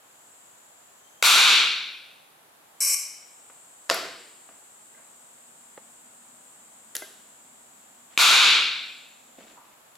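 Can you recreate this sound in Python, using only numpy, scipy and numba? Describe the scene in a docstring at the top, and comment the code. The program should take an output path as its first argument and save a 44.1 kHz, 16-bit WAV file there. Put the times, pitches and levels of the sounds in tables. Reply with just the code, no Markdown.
"""Two huge gas detonations from a homemade engine tube in a sheet-metal shed.
Each shock fills the shed and leaves high tones lingering; the camera's limiter holds the reverberation
at one level until it dies down. Between shots a valve puffs and the rig clunks, clicks and knocks.
Gas hisses thinly in the line and squeals before the first shot. Behind it: a scuff, a rustling
sleeve, a faint low drone and still air with a thin whine."""
import sys
import numpy as np
from scipy import signal
from scipy.fft import rfft, irfft
from scipy.io import wavfile
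from scipy.ndimage import uniform_filter1d
from numba import njit

SR = 44100
rng = np.random.default_rng(int(sys.argv[2]) if len(sys.argv) > 2 else 0)


def log_audio(samples):
    """Write samples as a 16-bit WAV file to the path given in sys.argv[1]."""
    # one column per channel
    frames = np.atleast_2d(samples).T
    # limit to full scale, then quantise
    limited = np.clip(frames, -1, 1)
    pcm = np.round(limited * 32767).astype(np.int16)
    wavfile.write(sys.argv[1], SR, pcm)


N = 439677
TIME = np.arange(N) / SR
TAIL = TIME[:2 * SR]  # time axis of one event


# shots: t/s, reverb level/dB, blast re reverb/dB, blast length/s, treble shelf/dB,
# ripple spacing/Hz, ripple depth/dB, punch/dB
DETONATIONS = [(1.2253, 45.5, -5, 0.0034, -0.5, 1453, 4, -14),
               (8.176, 46, -4.5, 0.0032, -3.5, 2336, 2, -8.5)]
FIRST_BANG_S = DETONATIONS[0][0]
# shock spectrum: f/Hz, level/dB
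SHOCK_SPECTRUM = [(40, -47), (110, -43.5), (200, -29), (400, -22), (560, -18), (750, -12), (1100, -2.5),
                  (1400, -0.5), (1620, -5), (1860, -12), (2350, -1), (3050, -6), (3550, 0.5), (4350, -3.5),
                  (5000, -9), (7300, -7.5), (8300, -11.5), (12000, -13.5), (15000, -25.5)]

def detonations(room, shelf_hz=7500, ripple_from_hz=4800, punch_hz=450, bark_hz=2450, bark_db=4,
                ring_db=-19.5):
    """A shock leaves the tube and fills the shed; each shot has its own treble level."""
    out, ring = np.zeros((2, N)), room_ring()
    for t_s, db, blast_db, blast_s, treble_db, spacing_hz, ripple_db, punch_db in DETONATIONS:
        def shock_gain(hz):
            # a second front close behind the first combs the treble
            comb_db = ripple_db * np.cos(2 * np.pi * hz / spacing_hz) * above(hz, ripple_from_hz) ** 2
            return undb(across(SHOCK_SPECTRUM, hz) + treble_db * above(hz, shelf_hz) + comb_db)

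        def mouth_gain(hz):
            punch = undb(punch_db) * hump(hz, punch_hz, punch_hz / 2) ** 2
            bark = undb(bark_db) * hump(hz, bark_hz, bark_hz / 10)
            return shock_gain(hz) + punch + bark
        burst = noise(len(TAIL), side_db=-14) / (1 + (TAIL / blast_s) ** 10)
        blast = unit(colour(burst, mouth_gain))
        reverb = unit(colour(room, shock_gain))
        add(out, t_s, db, undb(blast_db) * blast + reverb + undb(ring_db) * ring)
    return out


# room modes: f/Hz, level/dB
ROOM_MODES = [(2331, -37.5), (2466, -48), (2546, -42.5), (2799, -34.5), (3521, -47.5), (3607, -38),
              (3849, -42), (4301, -36), (4646, -53.5)]

def room_ring(t60_s=0.87):
    """High tones linger in the reverberation after each bang."""
    modes = 0
    for hz, db in ROOM_MODES:
        phase = rng.uniform(0, 2 * np.pi) + .5 * rng.standard_normal((2, 1))
        modes = modes + undb(db) * np.sin(2 * np.pi * hz * TAIL + phase)
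    return unit(modes * fade(t60_s) * (1 - fade(.15)))


# hits of the clunk: t/s, level/dB, t60/s, room/dB
CLUNK_HITS = [(3.8933, -5, 0.055, -9), (3.8991, 12.5, 0.014, -4.5), (3.9096, 6, 0.054, -12.5)]
# clunk spectrum: f/Hz, level/dB
CLUNK_SPECTRUM = [(40, -57), (100, -24), (220, -15.5), (400, -1.5), (500, -1.5), (690, 4.5), (830, -7),
                  (1050, 0), (1450, -0.5), (1800, -3), (2600, -7), (3700, -7.5), (4800, -4.5),
                  (6500, -13.5), (7600, -11), (9000, -23), (11500, -19.5), (16000, -38)]

def rig_clunk(room, thump_hz=70, thump_width_hz=45, thump_db=-28):
    """A sharp clunk in three quick hits, with a low thump."""
    out = np.zeros((2, N))
    for t_s, db, t60_s, room_db in CLUNK_HITS:
        hit = crack(t60_s, side_db=-15) + undb(room_db) * room
        add(out, t_s, db, colour(hit, lambda hz: undb(across(CLUNK_SPECTRUM, hz))))
    thump = colour(crack(t60_s=.015), lambda hz: hump(hz, thump_hz, thump_width_hz))
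    add(out, CLUNK_HITS[0][0], thump_db, thump)
    return out


# jet spectrum: f/Hz, level/dB
JET_SPECTRUM = [(150, -48), (400, -41.5), (570, -20), (760, -34), (1120, -23), (1850, -39), (2300, -24),
                (3080, -20.5), (3430, -51), (3900, -25), (4600, -19), (5400, -13), (9000, -12),
                (12400, -15), (14000, -12), (15500, -41)]
# nozzle cavities: f/Hz, half-width/Hz, level/dB
NOZZLE_MODES = [(2290, 150, -11), (4010, 68, -20), (5570, 110, -1), (5870, 65, -2), (6370, 56, -7),
                (6940, 85, -7), (7430, 72, -4), (7920, 88, 0), (8310, 62, -3), (9310, 99, -4),
                (9790, 68, -2), (11300, 150, -6), (11600, 58, -13), (13100, 69, -7)]
# narrow rings of the hollow valve: f/Hz, half-width/Hz, level/dB
VALVE_MODES = [(1126, 34, -16), (1614, 60, -18), (2216, 28, -17), (3020, 30, -15.5), (5140, 56, -2.5),
               (5600, 11, 3), (6370, 37, -8), (7500, 55, -10), (7800, 10, 3), (8330, 55, 1.5),
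               (8900, 5.3, 9), (9788, 8.8, 6), (14000, 90, -14.5)]

def valve_puff(room, start_s=2.803, end_s=2.947, open_s=0.0034, shut_s=0.023, jet_db=-22.5,
               nozzle_db=3, broaden=1.7, room_db=-3):
    """A valve snaps open and shuts; the jet's noise rings nozzle and valve."""
    def gain(hz):
        cavities = sum(undb(db + nozzle_db) * hump(hz, mode_hz, broaden * width_hz) ** 2
                       for mode_hz, width_hz, db in NOZZLE_MODES)
        rings = sum(undb(db) * hump(hz, mode_hz, width_hz) for mode_hz, width_hz, db in VALVE_MODES)
        return undb(across(JET_SPECTRUM, hz)) + cavities + rings
    jet = level(colour(noise(N, side_db=-13), gain), jet_db) * envelope(start_s, end_s, open_s, shut_s)
    reverb = signal.fftconvolve(jet.mean(0)[None], room, axes=1)[:, :N]
    return jet + undb(room_db) * reverb


# metal clicks: t/s, level/dB, t60/s, room/dB, bright band/Hz
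METAL_CLICKS = [(3.9228, -11, .006, -12, 8000), (3.9430, -4.5, 0.037, -4, 11300),
                (6.952, -0.5, 0.036, -4.5, 10900), (6.9664, -4.5, 0.0052, -15, 6200),
                (9.954, -27.5, .015, -9, 5000)]
# click spectrum: f/Hz, level/dB
CLICK_SPECTRUM = [(100, -48.5), (400, -4.5), (1000, -22), (1600, -3), (2300, -15), (3400, -6),
                  (4500, -11.5), (7300, -8.5), (8700, -18), (9800, -9), (12200, -10.5), (12800, -16),
                  (15500, -22)]

def clicks(room, lift_db=8, width_hz=1800):
    """Metal snaps on metal, each time with its own bright band."""
    out = np.zeros((2, N))
    for t_s, db, t60_s, room_db, bright_hz in METAL_CLICKS:
        gain = lambda hz: undb(across(CLICK_SPECTRUM, hz) + lift_db * hump(hz, bright_hz, width_hz))
        snap = crack(t60_s, side_db=-13) + undb(room_db) * room
        add(out, t_s, db, colour(snap, gain))
    return out


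# dull knocks: t/s, level/dB, t60/s, room/dB, cutoff/Hz, ring/dB
RIG_KNOCKS = [(3.499, -23, 0.042, -3, 2600, -20), (4.489, -21.5, .04, -3.5, 2600, -16),
              (4.946, -29, .02, 2, 2550, 7), (4.975, -24.5, 0.022, 11, 2500, -4),
              (5.7759, -15, 0.03, -16.5, 2100, -28), (6.953, -22, .016, -9.5, 700, 0),
              (7.0211, -10.5, 0.014, -12, 1500, 3), (9.382, -16.5, 0.057, 0.5, 600, -40)]
# knock spectrum: f/Hz, level/dB
KNOCK_SPECTRUM = [(60, -44), (140, -14), (240, 2), (380, -2), (490, 3.5), (650, 7.5), (1000, 3),
                  (1600, 1.5), (5000, 0)]
# metal modes of the rig: f/Hz, level/dB, t60/s
METAL_MODES = [(397, -1.5, 0.095), (513, -9, 0.079), (620, 1, 0.097), (1560, -10, .14), (1590, 3, 0.12),
               (2052, 6, 0.078)]

def knocks(room):
    """Soft contacts lose their treble; some set the rig ringing."""
    out = np.zeros((2, N))
    modes = sum(undb(db) * np.sin(2 * np.pi * hz * TAIL) * fade(t60_s) for hz, db, t60_s in METAL_MODES)
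    ring = unit(modes * (1 - fade(0.0073)))
    for t_s, db, t60_s, room_db, cutoff_hz, ring_db in RIG_KNOCKS:
        gain = lambda hz: undb(across(KNOCK_SPECTRUM, hz)) * (1 - above(hz, cutoff_hz))
        contact = crack(t60_s, side_db=-12) + undb(room_db) * room
        thud = unit(colour(contact, gain))
        add(out, t_s, db, thud + undb(ring_db) * ring)
    return out


# gas flow: start/s, end/s, level/dB, rise/s, hold/s, sag/(dB/s)
GAS_FLOWS = [(-.25, FIRST_BANG_S, -56, .6, .05, 5.5), (2.3, 9.56, -54.5, 1.2, 3.4, 1.5),
             (9.56, 10, -64, .02, .4, 1)]

def gas_line(ref_db=-58, base_hz=7430, climb_hz_per_db=42, half_width_hz=530, shut_s=.15,
             shoulder_hz=8550, shoulder_width_hz=430, shoulder_db=-17, shoulder_power=4.2):
    """Gas hisses through a narrow opening; more flow lifts the band and adds an upper shoulder."""
    flow = sum(undb(db) * envelope(start_s, end_s, rise_s, shut_s, hold_s, sag_db_per_s)
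               for start_s, end_s, db, rise_s, hold_s, sag_db_per_s in GAS_FLOWS)
    strength = flow / undb(ref_db)
    centre_hz = base_hz + climb_hz_per_db * 20 * np.log10(np.maximum(strength, 1))
    shoulder = narrow_hiss(np.full(N, shoulder_hz), shoulder_width_hz) * strength ** shoulder_power
    return narrow_hiss(centre_hz, half_width_hz) * flow + undb(ref_db + shoulder_db) * shoulder


def squeal(start_s=.93, rise_s=.12, release_s=.06, fundamental_db=-69.5, octave_db=2,
           final_hz=3185, climb_hz=401, settle_s=.07, width_hz=35):
    """Gas whistles thinly until the first shot; the pitch climbs and levels off."""
    age_s = np.maximum(TIME - start_s, 0)
    pitch_hz = final_hz - climb_hz * np.exp(-age_s / settle_s)
    whistle = narrow_hiss(pitch_hz, width_hz) + undb(octave_db) * narrow_hiss(2 * pitch_hz, 2 * width_hz)
    return undb(fundamental_db) * whistle * envelope(start_s, FIRST_BANG_S, rise_s, release_s)


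def scuff(room, start_s=9.565, db=-18, centre_hz=1020, width_hz=200):
    """One soft, hollow scuff."""
    out = np.zeros((2, N))
    rub = crack(t60_s=0.11) * (1 - fade(.06)) + undb(-1) * room
    add(out, start_s, db, colour(rub, lambda hz: hump(hz, centre_hz, width_hz)))
    return out


# sleeve rustles: start/s, end/s, level/dB
SLEEVE_MOVES = [(8.09, 8.18, -59.5), (9.36, 9.55, -55.5), (9.62, 9.92, -67)]

def sleeve(centre_hz=2300, width_hz=1900, patchy_db=3, catch_samples=256):
    """Cloth rubs in uneven little catches."""
    steps = np.repeat(rng.standard_normal(N // catch_samples + 1), catch_samples)[:N]
    catches = uniform_filter1d(steps, catch_samples)
    rub = colour(noise(N, side_db=-6), lambda hz: hump(hz, centre_hz, width_hz))
    moves = sum(undb(db) * envelope(start_s, end_s, rise_s=.03, release_s=.25, sag_db_per_s=22)
                for start_s, end_s, db in SLEEVE_MOVES)
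    return level(rub * undb(patchy_db * catches), 0) * moves


def drone(centre_hz=238, width_hz=35, db=-68.5):
    """A narrow low drone swells once and sinks away."""
    hum = level(colour(noise(N, side_db=-13), lambda hz: hump(hz, centre_hz, width_hz)), db)
    return hum * envelope(start_s=3.45, end_s=9.56, rise_s=3, release_s=.8, sag_db_per_s=1)


# room tone: f/Hz, level/dB
AIR_SPECTRUM = [(30, -31.5), (70, -13), (150, -5), (220, -3.5), (420, -3.5), (720, 1.5), (1400, -2.5),
                (2200, -8), (3400, -9), (5200, -15), (10500, -10.5), (14000, -12.5), (16000, -22.5)]

def still_air(air_db=-56, wide_from_hz=450, whine_hz=10703, whine_db=-76):
    """Air in the shed, alike in both ears in the bass, with a thin whine."""
    mid, side = colour(rng.standard_normal((2, N)), lambda hz: undb(across(AIR_SPECTRUM, hz)))
    side = signal.sosfilt(signal.butter(1, wide_from_hz, "high", fs=SR, output="sos"), side)
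    air = level(mid + undb(1) * np.array([side, -side]), air_db)
    return air + level(np.sin(2 * np.pi * whine_hz * TIME), whine_db)


# reverb decay: f/Hz, t60/s
REVERB_T60 = [(100, .9), (330, 0.91), (600, 0.66), (1200, 0.69), (2600, 0.91), (4000, 0.85), (6500, 0.62),
              (10000, .52), (15000, .42)]
# reverb width: f/Hz, side re mid/dB
REVERB_WIDTH = [(100, -16), (380, -18.5), (800, -12.5), (2400, -6.5), (4400, -10), (9000, -5)]

def shed(build_s=0.0093, clutter_db=-15):
    """Room response: weak scatter from nearby clutter, then dense echoes from the steel walls."""
    hz = np.fft.rfftfreq(len(TAIL), 1 / SR)
    mid, side = rfft(rng.standard_normal((2, len(TAIL))))
    side = side * undb(across(REVERB_WIDTH, hz))
    field = np.array([mid + side, mid - side])
    centres_hz, t60s = np.transpose(REVERB_T60)
    echoes = 0
    for share, t60_s in zip(np.eye(len(centres_hz)), t60s):
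        band = irfft(field * across(np.c_[centres_hz, share], hz))
        echoes = echoes + band * fade(t60_s)
    build_up = 1 - np.exp(-(TAIL / build_s) ** 2)
    return unit(echoes * (undb(clutter_db) + build_up))


def crack(t60_s, side_db=-11):
    """Direct sound of a blow: a fast-dying noise burst."""
    return unit(noise(len(TAIL), side_db) * fade(t60_s))


def narrow_hiss(centre_hz, half_width_hz):
    """Unit-rms noise band whose centre can move."""
    lowpass = signal.butter(2, half_width_hz, fs=SR, output="sos")
    eddies = signal.sosfilt(lowpass, noise(N, side_db=-1.8) + 1j * noise(N, side_db=-1.3))
    carrier = np.exp(2j * np.pi * np.cumsum(centre_hz) / SR)
    return level(np.real(eddies * carrier), 0)


def noise(count, side_db):
    """White stereo noise of a given width."""
    mid, side = rng.standard_normal((2, count))
    return mid + undb(side_db) * np.array([side, -side])


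def envelope(start_s, end_s, rise_s, release_s, hold_s=0, sag_db_per_s=0):
    """Smooth rise, hold, sag; after end_s, 60 dB down per release_s."""
    age_s = TIME - start_s
    rise = np.sin(np.pi / 2 * np.clip(age_s / rise_s, 0, 1)) ** 2
    sag = undb(-sag_db_per_s * np.maximum(age_s - rise_s - hold_s, 0))
    release = np.exp(-np.log(1000) * np.maximum(TIME - end_s, 0) / release_s)
    return rise * sag * release


def fade(t60_s):
    """Exponential decay."""
    return np.exp(-np.log(1000) * TAIL / t60_s)


def colour(x, gain_at, size=4096):
    """Minimum-phase filter with gain gain_at(hz)."""
    cepstrum = irfft(np.log(gain_at(np.fft.rfftfreq(size, 1 / SR)) + 1e-9))
    cepstrum[1:size // 2] *= 2
    cepstrum[size // 2 + 1:] = 0
    impulse = irfft(np.exp(rfft(cepstrum)))
    return signal.fftconvolve(x, impulse[None], axes=1)[:, :x.shape[1]]


def across(points, hz):
    """Interpolate (f/Hz, value) points over log frequency."""
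    points_hz, values = np.transpose(points)
    return np.interp(np.log(np.maximum(hz, 1)), np.log(points_hz), values)


def hump(hz, centre_hz, width_hz):
    """Resonance gain, halved at width_hz off centre."""
    return 1 / (1 + ((hz - centre_hz) / width_hz) ** 2)


def above(hz, edge_hz):
    """Smooth step from 0 to 1 around edge_hz."""
    return hz ** 4 / (hz ** 4 + edge_hz ** 4)


def undb(db):
    """Decibels to gain."""
    return 10 ** (np.asarray(db) / 20)


def unit(x):
    """Scale to a mean channel energy of one."""
    return x / np.sqrt(np.mean(np.sum(x ** 2, axis=-1)))


def level(x, db):
    """Scale to an rms level."""
    return x * undb(db) / np.sqrt(np.mean(x ** 2))


def add(out, t_s, energy_db, sound):
    """Mix in one event."""
    start = int(t_s * SR)
    out[:, start:start + len(TAIL)] += undb(energy_db) * unit(sound)[:, :N - start]


def scene():
    """All sources in one shed."""
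    room = shed()
    shots = detonations(room)
    handling = rig_clunk(room) + clicks(room) + knocks(room) + scuff(room) + sleeve()
    gas = valve_puff(room) + gas_line() + squeal()
    return shots + handling + gas + drone() + still_air()


@njit
def follow_peaks(x, decay_per_sample):
    """Envelope with instant attack and slow release."""
    out, held = np.empty(len(x)), 0.
    for i in range(len(x)):
        held = max(x[i], held * decay_per_sample)
        out[i] = held
    return out


def limiter(x, limit_db=-14.5, release_s=0.038, window_s=0.00542, knee=4.1):
    """Turns the gain down just ahead of loud sound, with a soft knee."""
    power = uniform_filter1d(np.mean(x ** 2, axis=0), int(window_s * SR))
    rms = np.sqrt(np.abs(power))
    over = follow_peaks(rms, np.exp(-1 / (release_s * SR))) / undb(limit_db)
    return x / (1 + over ** knee) ** (1 / knee)


# microphone balance: f/Hz, left minus right/dB
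MIC_BALANCE = [(100, -1), (350, -2.5), (1200, -1), (2400, 0.5), (6000, 2.5), (15000, 0.5)]

def record(dry, cutoff_hz=15900):
    """The camera colours its two channels slightly differently, limits, and cuts the top."""
    left = colour(dry[:1], lambda hz: undb(across(MIC_BALANCE, hz) / 2))
    right = colour(dry[1:], lambda hz: undb(-across(MIC_BALANCE, hz) / 2))
    limited = limiter(np.vstack([left, right]))
    return signal.sosfilt(signal.ellip(10, .2, 80, cutoff_hz, fs=SR, output="sos"), limited)


dry = scene()
out = record(dry)
log_audio(out)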